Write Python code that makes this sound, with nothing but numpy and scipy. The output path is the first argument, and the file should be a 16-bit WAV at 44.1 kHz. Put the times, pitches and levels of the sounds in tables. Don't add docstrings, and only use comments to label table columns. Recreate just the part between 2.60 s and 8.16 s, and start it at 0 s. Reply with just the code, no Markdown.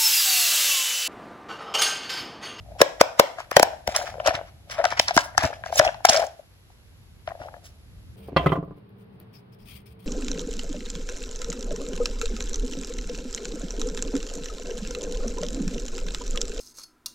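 import sys
import numpy as np
from scipy import signal
from scipy.fft import rfft, irfft
from scipy.io import wavfile
from scipy.ndimage import uniform_filter1d

SR = 44100
rng = np.random.default_rng(int(sys.argv[2]) if len(sys.argv) > 2 else 0)


def dump(signal):
    limited = np.clip(np.atleast_2d(signal).T, -1, 1)
    pcm = np.round(limited * 32767).astype(np.int16)
    wavfile.write(sys.argv[1], SR, pcm)


def magnitude_from_level(level_db):
    exponent = np.asarray(level_db, float) / 20
    return 10 ** exponent


N = 245195
HZ = np.fft.rfftfreq(N, 1 / SR)
T = np.arange(N) / SR
SIDES = np.array([[1], [-1]])

# (time of the peak [s], cabin level [dB], cabin pitch at the peak [Hz],
# contact [ms], panels against cabin [dB])
KNOCKS = [(0.1215, -38.5, 664.5, 5.3, -15.5), (0.2071, -16.5, 568, 2.4, -2), (0.2186, 2, 575, 1.88, -0.5),
          (0.2292, -20, 579.4, 4.6, -5), (0.2637, -27.5, 595, 8.6, -6), (0.4147, 0, 620.6, 2.03, -3),
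          (0.4407, -31.5, 589.4, 3.7, -4), (0.4599, -32, 609, 6.7, -10), (0.5993, -0.5, 605, 2.27, -4),
          (0.6099, -16, 607.4, 1.76, -11.5), (0.6416, -28, 585, 8.6, -11), (0.7877, -31.5, 714, 6.3, 2),
          (0.8056, -29.5, 820, 1.5, -4.5), (0.9186, -21.5, 641.5, 1.46, -0.5),
          (0.9697, 7, 639.7, 1.63, -9.5), (0.9766, -12, 660.5, 1, -6.5), (0.999, -6.5, 625, 1.8, -13.5),
          (1.0094, -28.5, 688, 1.8, -11.5), (1.0318, -4, 732.4, 1.74, -6.5),
          (1.0741, -28.5, 626, 1.5, -10.5), (1.1353, -33.5, 653, 9.6, -6.5), (1.2786, -17, 654, 2, -6),
          (1.2915, -23, 685, 3.5, -12), (1.3616, -27, 695, 4.2, 1.5), (1.404, -31.5, 722, 4.3, -0.5),
          (1.4167, -31, 733, 10, 4), (1.4307, -32, 715, 4.1, -4.5), (1.4783, -30, 710, 3.8, -1.5),
          (1.5441, -33.5, 675, 2.1, -1.5), (1.5571, -33, 650, 2, -16), (1.5842, -32.5, 570, 3.8, -10),
          (1.6039, -24, 660, 4.3, -3.5), (1.6634, -20.5, 600, 6.3, 0), (1.678, -15, 650, 4.7, -4),
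          (1.6843, -13.5, 720, 2.5, -6), (1.7105, -21.5, 720, 7.5, 0), (1.7485, -33.5, 650, 5.3, 5.5),
          (1.7926, -29.5, 692, 3.5, -4), (1.8141, -29.5, 684, 1.9, -10), (2.1012, -38.5, 638, 2.6, 0),
          (2.196, -20.5, 645, 16.5, -7.5), (2.2033, -13, 651, 5.4, -14.5), (2.2159, -36, 660, 2, 5),
          (2.2453, -18, 757.0, 8.8, 5), (2.2578, -17, 670, 4.1, 1.5), (2.3266, -25, 691, 2, 5.5),
          (2.3995, -13, 711.6, 2.13, -2.5), (2.4907, -34, 661, 3.8, 13.5), (2.5107, -20, 745, 5, -5),
          (2.5697, -20.5, 723, 6.3, 3), (2.58, -14.5, 744, 3.1, 13.5), (2.6, -29, 692.0, 1.8, -2),
          (2.7526, -36.5, 716, 2.4, 2.5), (2.7816, -19, 770, 3.6, 12.5), (2.8254, -25.5, 728, 4.3, 2.5),
          (2.8393, -19, 732, 0.7, -5), (2.8485, -21.5, 683, 9, 5), (2.9325, -33, 686.4, 3.4, 4.5),
          (3.0412, -36.5, 709, 2.9, 11.5), (3.0654, -30.5, 696.5, 4.7, 2), (3.105, -33, 613, 2.4, -16),
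          (3.1283, -19.5, 724, 3.4, -7.5), (3.1999, -7.5, 650, 5.1, 2.5), (3.2177, -20, 674, 2.4, 1),
          (3.2402, -24, 678, 3.8, -4), (3.251, -18, 798, 4.5, -8), (3.2694, -15.5, 696, 4.8, -17),
          (3.2853, -23.5, 687, 4.2, 0.5), (3.2925, -23, 680, 4.5, -1.5), (3.3474, -32.5, 835, 2.2, -6.5),
          (3.4073, -37, 816, 2.2, -9), (3.4527, -5.5, 762.5, 3.55, -3.5), (3.4913, -17, 702, 2.3, -1),
          (3.4988, -14.5, 725, 4.9, -4.5), (3.51, -21, 710, 4.4, -3.5), (3.5265, -22.5, 643, 3.5, 2),
          (3.5332, -22.5, 667, 3.8, -4.5), (3.5467, -18.5, 605, 7.2, -1),
          (3.5542, -18.5, 734.0, 4.1, -11.5), (3.5728, -21, 659.6, 18.5, -2), (3.5849, -24.5, 700, 6, -5),
          (3.5983, -23, 710, 6.9, -8), (3.6101, -27.5, 688, 3.5, 5.5), (3.6276, -24.5, 656, 3.3, -3.5),
          (3.6402, -22, 657, 3.6, -7.5), (3.7969, -37, 644, 4.5, -35.5), (4.1043, -50.5, 785, 3.3, -6.5),
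          (4.6796, -25.5, 697, 4.2, -1.5), (4.7096, -38.5, 702, 3.4, 3), (4.7201, -32, 734, 3.4, -3.5),
          (4.7539, -36.5, 650, 3, -9), (4.805, -38.5, 626, 7.8, -7.5), (4.8194, -33.5, 766, 2.7, -3),
          (4.8384, -41.5, 720, 2.1, -13.0), (4.8884, -42, 720, 2.9, 5), (4.9435, -37.5, 670, 2.1, 0.5),
          (4.9678, -41, 678, 2.5, -6)]
# (pitch [Hz], relative level [dB], time to fall 60 dB [s])
PANELS = [(979.6, 0, 0.019), (1360, 5.5, 0.0088), (1637, -2, 0.035), (1913, -6.5, 0.023),
          (2200, -13, 0.016), (2500, -5, 0.0059)]
PANEL_LEAD_S = 0.0032
KNOCK_LEFT_DB = 3

# (time of the peak [s], level [dB], colour centre [Hz], colour spread [octaves],
# contact [ms])
CLICKS = [(0.2168, 1.5, 5220, 1.53, 1.54), (0.413, 1, 4526, 1.8, 1.4), (0.5976, 2.5, 4635, 1.7, 1.23),
          (0.803, -33.5, 5000, 1.2, 1.5), (0.9141, -17, 6150, 1.9, 1), (0.968, 2.5, 5283, 1.36, 0.73),
          (0.9973, -6, 4580, 1.3, 1.4), (1.03, -3, 6476, 1.7, 2.6), (1.276, -16.5, 4220, 1.5, 2.1),
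          (1.3641, -9, 6964, 0.64, 1.6), (1.6005, -28, 2800, 0.28, 0.71), (1.6638, -13.5, 4727, 0.69, 0.99),
          (1.6739, -11.5, 4832, 0.87, 1.2), (1.7525, -20, 2770, 0.58, 2.7),
          (2.0998, -31.5, 4280, 0.39, 1.0), (2.1154, -30, 4443, 0.91, 4.5), (2.2424, -16, 4764, 0.64, 1.1),
          (2.2535, -10, 2716, 1.1, 1.3), (2.3056, -25.5, 4180, 1.2, 1.6), (2.3975, -1, 4000, 0.73, 1.05),
          (2.484, -11.5, 4930, 0.45, 1), (2.5094, -22.5, 3580, 0.58, 1.7), (2.5661, -11.5, 6215, 1.06, 1.8),
          (2.5773, -7, 4960, 0.47, 3.6), (2.5908, -18.5, 4950, 0.51, 2.3), (2.7796, -4.5, 5310, 0.58, 1.3),
          (2.8331, -21, 3860, 1.8, 4.6), (2.8526, -21, 4760, 0.34, 1.1), (3.0608, -31, 4745, 0.69, 1.6),
          (3.1254, -32.5, 3115, 0.78, 2.9), (3.1588, -22, 6960, 0.13, 3), (3.1944, -6, 4837, 0.89, 4.2),
          (3.2109, -19, 2855, 0.66, 0.75), (3.2504, -19, 5000, 0.38, 0.5), (3.2776, -15.5, 2830, 0.27, 1.4),
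          (3.3449, -31, 3007, 0.69, 1.0), (3.4529, 0, 4900, 1.1, 1.3), (3.4887, -11, 4520, 0.49, 3.6),
          (3.4964, -5, 5400, 0.55, 4.7), (3.5057, -15, 5800, 0.55, 1.2), (3.5334, -13, 5180, 0.63, 2.3),
          (3.564, -15, 5060, 0.26, 1.5), (3.546, -21, 4100, 0.71, 1.9), (3.6, -23.5, 4000, 0.7, 1.5),
          (3.5731, -17, 4880, 0.64, 4.3), (3.6685, -33, 6800, 0.24, 2.7), (4.6758, -32, 2945, 0.56, 1.8)]
# (pitch [Hz], width [Hz], level [dB])
PARTS = [(1020, 1300, 17.5), (1570, 1100, 13), (2200, 980, 1), (3200, 900, -7), (4000, 900, -26),
         (5400, 640, 12), (7225, 1000, 5.5), (9700, 3500, -2.5), (14500, 4400, 1.5)]
CLICK_LEFT_DB = -0.5
BURST_RISE_S, BURST_FADE_S = 0.0022, 0.0031
ALIKE_NEAR = 0.93

# (time of the peak [s], level [dB], rise [ms], fade [ms], colour centre [Hz])
RUBS = [(0.204, -34.5, 10, 7.7, 3359), (0.405, -32.5, 4.9, 5.1, 2897), (0.59, -45, 13, 4.3, 3072),
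        (0.802, -39.5, 19, 23, 2200), (0.928, -41, 11, 54, 2200), (1.29, -42, 16, 63, 3299),
        (1.352, -29.5, 7.2, 17, 2330), (1.373, -36, 10, 50, 4900), (1.47, -41, 25, 36, 2766),
        (1.608, -47, 8.9, 32, 1920), (1.684, -27, 26, 20, 2714), (1.758, -36, 20, 13.3, 2300),
        (1.881, -55, 23, 19, 2500), (2.122, -41.5, 22, 39, 3200), (2.198, -40.5, 44, 25, 1790),
        (2.27, -38, 9.5, 30, 2660), (2.318, -36, 16, 27, 2200), (2.383, -34.5, 14, 15, 2000),
        (2.42, -40, 13, 33, 5920), (2.493, -29.5, 13, 16, 2290), (2.556, -36.5, 13, 11, 5740),
        (2.6, -33.5, 15, 20, 3314), (2.649, -45.5, 23, 22, 6190), (2.795, -33, 8, 39, 2410),
        (2.854, -31.5, 22, 17, 3186), (2.94, -47, 13, 24, 2580), (3.07, -47, 17, 35, 3280),
        (3.16, -40, 28.4, 21, 5760), (3.186, -22.5, 12, 3.7, 6640), (3.215, -37, 14, 27, 3003),
        (3.26, -33.5, 26, 26, 2830), (3.469, -34.5, 9.73, 13, 3630), (3.513, -34, 19, 22, 4210),
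        (3.548, -28, 26, 35, 3600), (3.6, -37.5, 18, 20, 4156), (3.65, -50.5, 27, 17, 6230),
        (3.668, -51, 8, 8.5, 5600), (4.12, -68.5, 14, 25, 4600), (4.688, -53.5, 8, 19, 2060),
        (4.821, -52.5, 27, 49, 2270), (5.066, -52.5, 24, 23, 6320)]
RUB_OCTAVES = 1.194

# (time of the peak [s], level [dB], rise [ms], fade [ms])
SHAKES = [(0.1, -57.5, 110, 180), (0.27, -51, 100, 54), (0.46, -44, 62, 30), (0.64, -46.5, 72, 94),
          (1.07, -40.5, 110, 30), (1.4, -36.5, 99, 123), (1.701, -30.5, 47, 48), (2.25, -40, 104, 83),
          (2.6, -39, 50, 50), (2.88, -37.5, 68, 42), (3.27, -31, 146, 17), (3.631, -31.5, 100, 28),
          (4.71, -47, 26, 60), (4.86, -46.5, 40, 96)]
RATTLE_PITCHES_HZ, RATTLE_PER_S = (734 * 0.9, 734), 220

# (time of the start [s], level of the thud [dB], pitch [Hz])
BUMPS = [(0.209, -21, 317), (0.41, -12.5, 349), (0.596, -18.5, 280), (0.963, -23.5, 156),
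         (0.999, -23.5, 310), (1.029, -26, 307), (1.274, -32, 72), (1.681, -32.5, 75.5), (1.742, -36, 104),
         (2.387, -36, 78.6), (2.566, -15, 245), (2.779, -34, 87), (2.834, -26.5, 115), (2.846, -23.5, 94),
         (3.192, -24, 120), (3.259, -35.5, 74.5), (3.489, -33.5, 88), (4.804, -41.5, 93)]
BUMP_CYCLES = 0.69

# (centre [Hz], level [dB])
ROOM = [(150, -22), (400, -18.5), (800, -11.5), (1600, -16), (3200, -12.5), (6400, -20.5), (12800, -24.5)]
ROOM_T60_S = [.45, 0.45, 0.44, 0.52, 0.39, 0.46, .3]

# (frequency [Hz], relative level [dB per Hz])
TONE = [(12, -63), (20, -33), (44, -3.5), (93, -2), (134, -10), (234, -19), (459, -23.5), (641, -28),
        (4060, -31.5), (7950, -39), (8640, -48), (11100, -33.5), (14700, -58), (16000, -62.5)]
# (frequency [Hz], likeness [-1 to 1])
ALIKE = [(60, 0.83), (130, 1), (290, 0.026), (640, 0.83), (1410, -0.018), (3100, -0.61), (6820, -0.061),
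         (15000, 0.85)]
# (time [s], gain [dB])
RUMBLE = [(0, -45.5), (.5, -62.5), (1, -57.5), (1.5, -53), (2, -55), (2.5, -53.5), (3, -52.5), (3.4, -54),
          (3.8, -62), (4.2, -57), (4.6, -51.5), (5.1, -55), (5.56, -47.5)]
HISS_GAIN_DB = -54

# (frequency [Hz], phase by which the left leads [rad])
LEAD = [(0, 0.03), (1000, 0.5), (1720, 2.12), (2400, 1.97), (3400, 4.59), (4500, 7.17), (5500, 9.49),
        (6800, 11.3), (8600, 9.2), (10500, 6.45), (11300, 5.98), (13100, 3.07), (14100, 2.64), (15300, 0.4)]
# (frequency [Hz], extra level of the left over the right [dB])
LEFT = [(300, 0), (1200, 5), (2400, 0), (4400, -1.5), (8000, -0.5), (14000, 0.5)]

GAIN_DB = 4
GATE_DB, MOST_CUT_DB, GATE_KNEE_DB, GATE_S = -55.5, 4, 5, 0.03


def on_log(table):
    hz, value = np.transpose(np.array(table, float))
    return np.interp(np.log(HZ + 1), np.log(hz + 1), value)


def shape(x, gain):
    return irfft(rfft(x) * gain, N)


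def rumble_part(x):
    return shape(x, 1 / (1 + (HZ / 300) ** 4))


def unit(x):
    return x / np.sqrt(np.mean(x ** 2))


def walk(rate):
    hold = int(SR / rate)
    levels = np.repeat(rng.standard_normal(N // hold + 1), hold)
    return 0.5 * uniform_filter1d(uniform_filter1d(levels, hold), hold)[:N]


def add(out, s, sound):
    i = max(int(s * SR), 0)
    out[..., i:i + sound.shape[-1]] += sound[..., :N - i]


def left_louder(db):
    return magnitude_from_level(db * SIDES / 2)


def bell(f, hz, octaves):
    return np.exp(-0.5 * (np.log2(f / hz + 1e-3) / octaves) ** 2)


def swell(t, contact_s):
    u = np.clip(1 + t / contact_s, 0, None)
    return (u * np.exp(1 - u)) ** 3


def cabin(t, hz, contact_s, sag=0.1):
    bent_t = t - sag * t * np.abs(t) / (np.abs(t) + contact_s)
    return swell(t, contact_s) * np.sin(2 * np.pi * hz * bent_t)


def knocks(spread_db=1.5):
    out, t = np.zeros((2, N)), np.arange(-0.015 * SR, 0.04 * SR) / SR
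    f, mode_db, t60 = np.transpose(PANELS)[:, :, None]
    chance = rng.standard_normal((len(KNOCKS), 3, len(PANELS), 1))
    early = np.clip(t + PANEL_LEAD_S, 0, None)
    onset = 1 - np.exp(-early / 0.00023)
    for (s, db, hz, ms, panel_db), (level, detune, phase) in zip(KNOCKS, chance):
        decay = magnitude_from_level(mode_db + spread_db * level) * np.exp(-np.log(1000) * early / t60)
        rings = decay * np.sin(2 * np.pi * f * (1 + 0.063 * detune) * t + phase)
        panels = rings.sum(0) * onset
        sound = cabin(t, hz, ms / 1000) + magnitude_from_level(panel_db) * panels / np.abs(panels).max()
        add(out, s + t[0], magnitude_from_level(db) * left_louder(KNOCK_LEFT_DB) * sound)
    return out


def resonances(table, f):
    return np.sqrt(sum(magnitude_from_level(2 * db) / (1 + (2 * (f - hz) / width) ** 2) for hz, width, db in table))


def colour(size, hz, octaves):
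    f = np.fft.rfftfreq(size, 1 / SR)
    return resonances(PARTS, f) * bell(f, hz, octaves)


def spot(size, spread_rad=2.09, hz=3200, octaves=1.0):
    f = np.fft.rfftfreq(size, 1 / SR)
    knots = np.arange(0, SR / 2, 1000)
    shift = np.interp(f, knots, rng.standard_normal(len(knots)))
    phase = spread_rad * shift * bell(f, hz, octaves)
    return np.exp(0.5j * phase * SIDES)


def pair(size, alike):
    a, b = rng.standard_normal((2, size))
    return np.array([a, alike * a + np.sqrt(1 - alike ** 2) * b])


def clicks():
    out, t = np.zeros((2, N)), np.arange(-1024, 1024) / SR
    steps = np.arange(1025)
    knots = steps[::10]
    burst_shape = np.exp(-np.abs(t) / np.where(t < 0, BURST_RISE_S, BURST_FADE_S))
    for s, db, hz, octaves, ms in CLICKS:
        gain = colour(len(t), hz, octaves) * spot(len(t))
        smear = np.interp(steps, knots, rng.standard_normal(len(knots)))
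        late_s = 0.5 * ms / 1000 * smear - t[0]
        snap = irfft(gain * np.exp(-2j * np.pi * np.cumsum(late_s) * SR / len(t)))
        burst = unit(irfft(rfft(pair(len(t), ALIKE_NEAR)) * gain)) * burst_shape
        burst_db = -13.5 + 0.15 * db
        sound = snap / np.abs(snap).max() + magnitude_from_level(burst_db) * burst
        add(out, s + t[0], magnitude_from_level(db) * left_louder(CLICK_LEFT_DB) * sound)
    return out


def drag(t, rise_ms, fade_ms):
    rise = np.exp(-(1000 * t / rise_ms) ** 2)
    return np.where(t < 0, rise, np.exp(-1000 * np.abs(t) / fade_ms))


def rubs():
    out, t = np.zeros((2, N)), np.arange(-4096, 12288) / SR
    for s, db, rise_ms, fade_ms, hz in RUBS:
        gain = colour(len(t), hz, RUB_OCTAVES) * spot(len(t))
        hiss = unit(irfft(rfft(pair(len(t), ALIKE_NEAR)) * gain))
        add(out, s + t[0], magnitude_from_level(db) * hiss * drag(t, rise_ms, fade_ms))
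    grit_db = 5 * walk(150) + 7 * walk(900)
    return out * magnitude_from_level(grit_db)


def rattle():
    taps = (rng.random(N) < RATTLE_PER_S / SR) * magnitude_from_level(4 * rng.standard_normal(N))
    t = np.arange(-0.004 * SR, 0.018 * SR) / SR
    which = rng.random(N) < 0.5
    rings = np.zeros(N)
    for k, hz in enumerate(RATTLE_PITCHES_HZ):
        rings += np.convolve(taps * (which == k), cabin(t, hz, 0.0028))[:N]
    shaken = sum(magnitude_from_level(db) * drag(T - s, rise_ms, fade_ms) for s, db, rise_ms, fade_ms in SHAKES)
    return left_louder(KNOCK_LEFT_DB) * shaken * unit(rings)


def bumps(shudder_hz=260, shudder_db=-6):
    out, t = np.zeros(N), np.arange(int(0.12 * SR)) / SR
    shell = bell(np.fft.rfftfreq(len(t), 1 / SR), shudder_hz, 0.3)
    for s, db, hz in BUMPS:
        shudder = unit(irfft(rfft(rng.standard_normal(len(t))) * shell, len(t)))
        peak_s = BUMP_CYCLES / hz
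        thud = np.sin(2 * np.pi * hz * t)
        add(out, s, magnitude_from_level(db) * swell(t - peak_s, peak_s) * (thud + magnitude_from_level(shudder_db) * shudder))
    return out


def room(dry):
    centres, answer = np.array(ROOM)[:, 0], 0
    for k, ((hz, db), t60) in enumerate(zip(ROOM, ROOM_T60_S)):
        band = np.interp(np.log(HZ + 1), np.log(centres), np.arange(len(centres)) == k)
        fade = np.exp(-np.log(1000) * T / t60) * (T > 0.008)
        fade = fade / np.sqrt(t60 * SR / np.log(1e6))
        answer = answer + magnitude_from_level(db) * shape(rng.standard_normal((2, N)), band) * fade
    return shape(dry, rfft(answer))


def tone():
    mid, side = rng.standard_normal((2, N))
    alike, gain = np.clip(on_log(ALIKE), -1, 1), magnitude_from_level(on_log(TONE))
    mid = shape(mid, gain * np.sqrt(1 + alike))
    side = shape(side, gain * np.sqrt(1 - alike))
    both = np.array([mid + side, mid - side]) / np.sqrt(np.mean(mid ** 2))
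    low = rumble_part(both)
    rumble_db = np.interp(T, *np.transpose(RUMBLE)) + 2.0 * walk(3)
    return magnitude_from_level(HISS_GAIN_DB) * (both - low) + low * magnitude_from_level(rumble_db)


def suppress(x):
    high = x - rumble_part(x)
    power = uniform_filter1d(np.mean(high ** 2, axis=0), int(GATE_S * SR))
    level_db = 10 * np.log10(power + 1e-12)
    cut_db = MOST_CUT_DB / (1 + 0.5 * np.exp((level_db - GATE_DB) / GATE_KNEE_DB))
    return x + high * (magnitude_from_level(-cut_db) - 1)


def scene():
    toy = knocks() + clicks() + rubs() + rattle() + bumps()
    ports = np.exp(0.5j * on_log(LEAD) * SIDES) * magnitude_from_level(on_log(LEFT) * SIDES / 2)
    return shape(toy, ports) + room(toy) + tone()


def low_pass(x):
    return signal.sosfilt(signal.butter(12, 16140, fs=SR, output="sos"), x)


def record(dry):
    quieted = suppress(dry * magnitude_from_level(GAIN_DB))
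    mix = np.clip(quieted, -1, 1)
    return low_pass(mix)


dry = scene()
out = record(dry)
dump(out)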